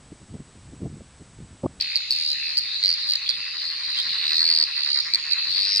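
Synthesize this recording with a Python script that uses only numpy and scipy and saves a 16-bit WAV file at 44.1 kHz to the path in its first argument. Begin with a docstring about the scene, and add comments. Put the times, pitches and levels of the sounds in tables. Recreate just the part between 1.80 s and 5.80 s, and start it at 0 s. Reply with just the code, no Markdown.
"""Tree frogs creak and click close by at a night pond. Each call is a train of ringing pulses near
4.5 kHz: long trains rise as creaks, short ones snap as clicks. Behind them sit a chorus of the same
kind, lower trills and a slowing run of rattling quacks, all scattered by water and plants.
A thin insect buzz, a wash of far callers and night rumble, and a faint hum fill the background."""
import sys
import numpy as np
from scipy import signal
from scipy.io import wavfile
from scipy.ndimage import uniform_filter1d

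SR = 44100
rng = np.random.default_rng(int(sys.argv[2]) if len(sys.argv) > 2 else 0)


def to_wav(s):
    """Save 16-bit WAV."""
    ch = np.atleast_2d(s).T  # columns
    pcm = np.round(np.clip(ch, -1, 1) * 32767)  # PCM
    wavfile.write(sys.argv[1], SR, pcm.astype(np.int16))


N = 176400
TIME = np.arange(N) / SR

# Near frog voices, by name: left over right/dB, left phase lead/rad, after-pulse gain, brightness/dB
FROG_VOICES = {"a": (-3, -1.57, .5, 0), "b": (-1, 4, 0.64, 5.5), "c": (-1.4, 1.91, 0.34, -0.23),
               "d": (2, 0.9, 0.22, 7), "e": (-6, -3, 1.1, 0.5), "f": (4, 0.94, 0.17, 0)}
# Their calls: frog, first pulse t/s, last pulse t/s, pulse count, first and last gap over middle gap,
# start f/Hz, end f/Hz, relative level/dB at start, middle and end
FROG_CALLS = [ ("d", .0111, .0234, 2, 1, 1, 4700, 4630, -9, -10, -11),
              ("a", .1577, .1733, 3, .97, 1.03, 4560, 4330, -6, -9, -11.5),
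              ("d", .3083, .3322, 4, 1, 1.08, 4540, 4450, -7.5, -9, -15),
              ("b", .3386, .5309, 16, .97, 1.12, 4450, 4650, -17, -15, -13.5),
              ("b", .7721, .7939, 4, .97, .96, 4620, 4500, -11, -6, -12.5),
              ("a", 1.0289, 1.1401, 11, .87, 1.15, 4170, 4650, -9, -7, -11.5),
              ("b", 1.2715, 1.3559, 8, 1.02, 2, 4280, 4580, -23, -10.5, -9.5),
              ("c", 1.466, 1.553, 8, 1, 1, 3400, 3650, -22, -20, -24),
              ("a", 1.4927, 1.5084, 3, 1, 1, 4600, 4340, -6, -10, -14),
              ("f", 1.818, 1.926, 10, 1, 1, 4150, 4400, -20, -19, -21),
              ("c", 2.1775, 2.201, 3, .94, 1.06, 4350, 4300, -16, -13, -14),
              ("b", 2.17, 2.209, 5, 1, 1, 3400, 3550, -22, -16, -20),
              ("c", 2.292, 2.428, 11, 1, 1, 3700, 3820, -23, -21, -16),
              ("c", 2.441, 2.839, 33, 1.12, 1.085, 3900, 4560, -14, -7.5, -6),
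              ("e", 2.9645, 3.203, 18, 1, 1.06, 4380, 4520, -17, -14, -11),
              ("c", 3.3375, 3.3566, 3, 1.04, .96, 4370, 4400, -4, -4, -7),
              ("e", 3.5118, 3.5329, 3, .88, 1.12, 4350, 4410, -12, -9, -8),
              ("f", 3.6845, 3.8015, 12, 1.04, .96, 4200, 4550, -18.5, -15, -14),
              ("f", 3.8115, 3.9508, 15, 1.01, .99, 4550, 5080, -14, -13, -12),
              ("d", 3.961, 3.9805, 3, 1.07, .93, 4950, 4890, -6.5, -7, -8.5),
              ("f", 3.9977, 4.007, 2, 1, 1, 4350, 4350, -7, -8, -9)]
# Fader ride of the chorus: t/s, relative level/dB
CHORUS_RIDE = [(0, 4), (.22, -3), (.6, 1), (.85, -2), (1, 1), (1.25, -1), (1.65, -3), (1.98, -1.5),
               (2.15, 1.5), (2.6, 3.5), (2.9, -1), (3.4, -1.5), (3.75, 4.5), (4, 4)]
# Lower trills: start t/s, length/s, pulse rate/Hz, f/Hz, relative level/dB, low resonance against main/dB
TRILL_CALLS = [(-.03, .27, 68, 2580, -26, -4), (.2, .21, 55, 2620, -30, -14), (.53, .24, 72, 2600, -25, -4),
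               (.82, .18, 70, 2550, -32, -5), (1.36, .22, 60, 2600, -31, -12),
               (1.54, .23, 80, 2620, -26, -5), (1.95, .3, 66, 2500, -34, -6),
               (2.3, .25, 62, 2850, -27, -16), (2.38, .24, 70, 2560, -27, -4),
               (2.62, .2, 62, 2580, -31, -8), (2.82, .27, 60, 2610, -27, -16),
               (3.43, .29, 72, 2600, -25, -5), (3.72, .33, 70, 2550, -31, -4)]
# Fader ride of the quacks: t/s, relative level/dB
QUACK_RIDE = [(.7, -13), (1.05, -7.5), (1.7, -4.5), (2.2, -0.5), (2.6, 2), (2.9, -1), (3.2, 1), (3.6, -1),
              (3.9, -2)]
# Throat resonances of a quack: f/Hz, ring time/s, level/dB before the ride, swell delay/s
QUACK_RESONANCES = [(1095, 0.0013, -45, -0.00037), (1410, 0.00092, -43, 0.0019),
                    (1724, 0.00072, -37, -0.01), (1950, 0.0013, -35.5, -0.0055), (2280, 0.0004, -36, -0.02)]
# Insect buzzes: start t/s, length/s, level/dB
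INSECT_BUZZES = [(0.066, .53, -48.5), (3.036, 0.56, -48.5)]
# Tone curve of the far wash: f/Hz, relative level/dB
WASH_SPECTRUM = [(25, -5), (60, 2), (150, -0.5), (300, -5.5), (700, -11.5), (1100, -3.5), (1500, 0.5),
                 (2000, 12), (2600, 15.5), (3200, 10), (3600, 17), (4000, 26.5), (4500, 25), (5000, 13),
                 (5500, 2), (6500, 1.5), (7700, -10), (9200, -4), (10300, -28.5), (11500, -16.5),
                 (13200, -27), (15500, -50)]
# Stereo image of the wash: f/Hz, left-right correlation
WASH_CORRELATION = [(50, 0.81), (300, 0.88), (1000, 0.84), (2200, 0.38), (3500, 0.19), (4500, -.1),
                    (8000, -0.46), (14000, -0.42)]
# Fader ride of the hum: t/s, level/dB
HUM_RIDE = [(0, -64.5), (2, -65), (2.3, -70.5), (4, -77)]

NEAR_DB, NEAR_WET_DB, PITCH_EASE, UNEVEN_DB = 1, -14.5, 1.75, 1.03
RISE_S, RING_S, RING_SHAPE, AFTER_S = .001, .0014, 1.5, .0019
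CHIRP, CHIRP_S, SAG, THIRD_SAG = .12, .00084, .026, .051  # a pulse starts sharp and sags flat
SECOND_DB, THIRD_DB, SNAP_DB, SNAP_S = -34, -35.5, -19, .0019
CHORUS_DB, CHORUS_HZ, CHORUS_SPREAD, CHORUS_GAP_S, CHORUS_WET_DB = -30.5, 4340, .059, .012, -2
TRILL_DB, TRILL_RING_S, TRILL_LOW_HZ, TRILL_LOW_RING_S, TRILL_WET_DB = -3, .0013, 2080, .0008, -8
QUACK_START_S, QUACK_GAP_S, QUACK_SLOWING_S = .707, .0796, .0262
QUACK_LENGTH_S, QUACK_PULSE_HZ, QUACK_WET_DB = .07, 149.9, -3
BUZZ_HZ, WING_HZ, HUM_HZ = 6900, 54, 101.4
WASH_DB, PATCH_DB, WASH_SWELL = -31, 2.94, .44
TAIL_T60_S, SPLASH_S, SPLASH_GAIN = .48, .0089, 2.3
TREBLE_HZ, BAND_LIMIT_HZ = 14200, 15800


def near_frogs():
    """Foreground creaks and clicks: pulse trains whose pitch glides and levels off."""
    out = np.zeros((2, N))
    for frog, first, last, count, gap_in, gap_out, hz_in, hz_out, *levels in FROG_CALLS:
        pan_db, lead, after, bright_db = FROG_VOICES[frog]
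        ears = unit(amp([[pan_db / 2], [-pan_db / 2]])) * np.exp([[.5j * lead], [-.5j * lead]])
        gaps = arc(gap_in, 1, gap_out, np.linspace(0, 1, count - 1))
        steps = np.append(0, np.cumsum(gaps))
        onsets = first + (last - first) * steps / steps[-1]
        for onset, progress in zip(onsets, np.linspace(0, 1, count)):
            hz = hz_out + (hz_in - hz_out) * (1 - progress) ** PITCH_EASE
            gain = amp(NEAR_DB + arc(*levels, progress) + UNEVEN_DB * rng.standard_normal())
            at = onset - RISE_S + rng.normal(0, .00008)
            add(out, at, gain * frog_pulse(hz, after, ears, bright_db))
    return out + amp(NEAR_WET_DB) * pond_scatter(out)


def frog_pulse(hz, after, ears, bright_db, size=400):
    """One tree frog pulse in stereo: fast attack, sagging ring, after-pulse, overtones and a soft snap."""
    t = np.arange(size) / SR
    attack = np.sin(np.pi / 2 * np.minimum(t / RISE_S, 1)) ** 2
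    env = attack * np.exp(-(np.maximum(t - RISE_S, 0) / RING_S) ** RING_SHAPE)
    tone = np.exp(2j * np.pi * hz * (t - CHIRP * CHIRP_S * np.exp(-t / CHIRP_S) - SAG * t))
    after_env = np.interp(t - AFTER_S * rng.uniform(.64, 1.44), t, env, left=0)
    after_phase = np.exp(1j * rng.normal(np.pi, 1))
    body = (env + after * after_env * after_phase) * tone
    burst = rng.standard_normal(size) * env * np.exp(-t / SNAP_S)
    snap = signal.lfilter(*signal.butter(4, [3200, 9000], "band", fs=SR), burst)
    second = amp(SECOND_DB) * env ** 1.1 * tone ** 2
    third = amp(THIRD_DB) * env ** 1.5 * tone ** 3 * np.exp(-2j * np.pi * hz * THIRD_SAG * t)
    sparkle = amp(bright_db) * (second + third + amp(SNAP_DB) * snap)
    sparkle_ears = abs(ears) * np.exp([[.7j], [-.7j]])  # same pan as the body, its own phase spread
    return (ears * body + sparkle_ears * sparkle).real


def chorus(count=52):
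    """Distant tree frogs all around the pond, their rising creaks overlapping into a bed."""
    out = np.zeros((2, N))
    for start in (np.arange(count) + rng.random(count)) / count * (N / SR + .3) - .3:
        hz = CHORUS_HZ * (1 + CHORUS_SPREAD * rng.standard_normal())
        gap = CHORUS_GAP_S * rng.uniform(.8, 1.2)
        ears = np.exp([[0], [2j * np.pi * rng.random()]])  # placed by phase alone
        onsets = np.arange(0, rng.uniform(.12, .36), gap)
        for onset, progress in zip(onsets, onsets / onsets[-1]):
            gain = amp(arc(-10, 0, -2.7, progress) + 2 * rng.standard_normal())
            glide = 1 + .085 * (progress - .5)
            at = start + onset + rng.normal(0, .0002)
            add(out, at, gain * frog_pulse(hz * glide, after=.25, ears=ears, bright_db=-4))
    bed = unit(out + amp(CHORUS_WET_DB) * pond_scatter(out))
    return bed * amp(CHORUS_DB + curve(CHORUS_RIDE, TIME))


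def trills():
    """Lower-voiced frogs: pulse trains that swell and fade, ringing two resonances."""
    out = np.zeros(N)
    for start, length, rate, hz, db, low_db in TRILL_CALLS:
        for onset in np.arange(0, length, 1 / rate):
            main = throat_ping(hz * rng.normal(1, .015), TRILL_RING_S)
            low = amp(low_db) * throat_ping(TRILL_LOW_HZ * rng.normal(1, .063), TRILL_LOW_RING_S)
            add(out, start + onset, amp(db + arc(-7.5, 0, -11, onset / length)) * (main + low))
    return amp(TRILL_DB) * (out + amp(TRILL_WET_DB) * pond_scatter(out))


def quacks(count=37):
    """A slowing run of about eleven quacks a second, each a rattle of throat pings that darkens."""
    out, centre = np.zeros(N), QUACK_START_S
    for n in range(count):
        gap = 1 / (QUACK_PULSE_HZ * rng.normal(1, .05))
        for offset in np.arange(-QUACK_LENGTH_S, QUACK_LENGTH_S, gap):
            at = centre + offset + rng.normal(0, .0004)
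            droop = 1 - 1.2 * offset
            for hz, ring_s, db, delay in QUACK_RESONANCES:
                swell = np.cos(np.pi * np.clip((offset - delay) / QUACK_LENGTH_S, -.5, .5))
                ping = throat_ping(hz * droop * rng.normal(1, .012), ring_s)
                add(out, at, swell * amp(db + curve(QUACK_RIDE, centre)) * ping)
        centre += QUACK_GAP_S + QUACK_SLOWING_S * ((n + 1) / count) ** 2
    return out + amp(QUACK_WET_DB) * pond_scatter(out)


def throat_ping(hz, ring_s, size=700):
    """One throat resonance rings with a soft attack, peaking at ring_s."""
    t = np.arange(size) / SR
    return t / ring_s * np.exp(1 - t / ring_s) * np.sin(2 * np.pi * (hz * t + rng.random()))


def insect():
    """A thin, high tone chopped by wing strokes."""
    out = np.zeros(N)
    for start, length, db in INSECT_BUZZES:
        t = np.arange(0, length, 1 / SR)
        strokes = abs(np.sin(np.pi * WING_HZ * t)) ** 3
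        jittery_hz = BUZZ_HZ * (1 + .056 * rng.standard_normal(len(t)))
        tone = np.sin(2 * np.pi * np.cumsum(jittery_hz) / SR)
        add(out, start, amp(db + arc(-3, 0, 0, t / length)) * strokes * tone)
    return out


def far_wash():
    """The farthest callers and low night rumble, blurred into noise that swells with the chorus."""
    hz = np.fft.rfftfreq(1024, 1 / SR)
    left_re, left_im, other_re, other_im, patches = rng.standard_normal((5, len(hz), N // 256 + 5))
    patches = uniform_filter1d(patches, size=10, axis=0, mode="wrap")  # shimmer about 430 Hz wide
    patches = unit(uniform_filter1d(patches, size=12, axis=1, mode="wrap"))  # and 70 ms long
    correlation = np.clip(by_hz(WASH_CORRELATION, hz), -1, 1)[:, None]
    left = left_re + 1j * left_im
    right = correlation * left + np.sqrt(1 - correlation ** 2) * (other_re + 1j * other_im)
    colour = amp(by_hz(WASH_SPECTRUM, hz)[:, None] + PATCH_DB * patches)
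    blur = signal.istft(np.array([left, right]) * colour, nperseg=1024, noverlap=768)[1][:, :N]
    return amp(WASH_DB + WASH_SWELL * curve(CHORUS_RIDE, TIME)) * unit(blur)


def hum():
    """A faint low sine that fades from halfway on."""
    return amp(curve(HUM_RIDE, TIME)) * np.sin(2 * np.pi * HUM_HZ * TIME)


def pond_scatter(x):
    """Reverb off water and plants: a quick splash and a thin tail, different at each ear."""
    t = np.arange(SR // 2) / SR
    decay = amp(-60 * t / TAIL_T60_S) + SPLASH_GAIN * np.exp(-t / SPLASH_S)
    taps = rng.standard_normal((2, len(t))) * (t > .003) * decay  # 3 ms pre-delay
    return signal.fftconvolve(np.atleast_2d(x), taps / np.linalg.norm(taps[0]), axes=1)[:, :N]


def amp(db):
    """Decibels to gain."""
    return 10 ** (np.asarray(db) / 20)


def unit(x):
    """Scales to rms 1."""
    return x / np.sqrt(np.mean(x ** 2) + 1e-20)


def curve(points, at):
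    """Straight lines through breakpoints."""
    return np.interp(at, *np.transpose(points))


def by_hz(points, hz):
    """Straight lines on a log-frequency axis."""
    f, value = np.transpose(points)
    return np.interp(np.log(hz + 1), np.log(f), value)


def arc(start, middle, end, u):
    """A parabola through three values as u goes from 0 to 1."""
    return start * (1 - u) * (1 - 2 * u) + middle * 4 * u * (1 - u) + end * u * (2 * u - 1)


def add(mix, start_s, sound):
    """Drops a sound into the mix if it starts within the scene."""
    i = round(start_s * SR)
    if 0 <= i < N:
        mix[..., i:i + sound.shape[-1]] += sound[..., :N - i]


def scene():
    """The pond mix, front to back."""
    return near_frogs() + chorus() + trills() + quacks() + insect() + far_wash() + hum()


def record(dry):
    """The microphone's treble roll-off and the recorder's band limit."""
    soft = signal.lfilter(*signal.butter(6, TREBLE_HZ, fs=SR), dry)
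    band_limit = signal.firwin(255, BAND_LIMIT_HZ, window=("kaiser", 9), fs=SR)
    return signal.oaconvolve(soft, band_limit[None], "same")


dry = scene()
out = record(dry)
to_wav(out)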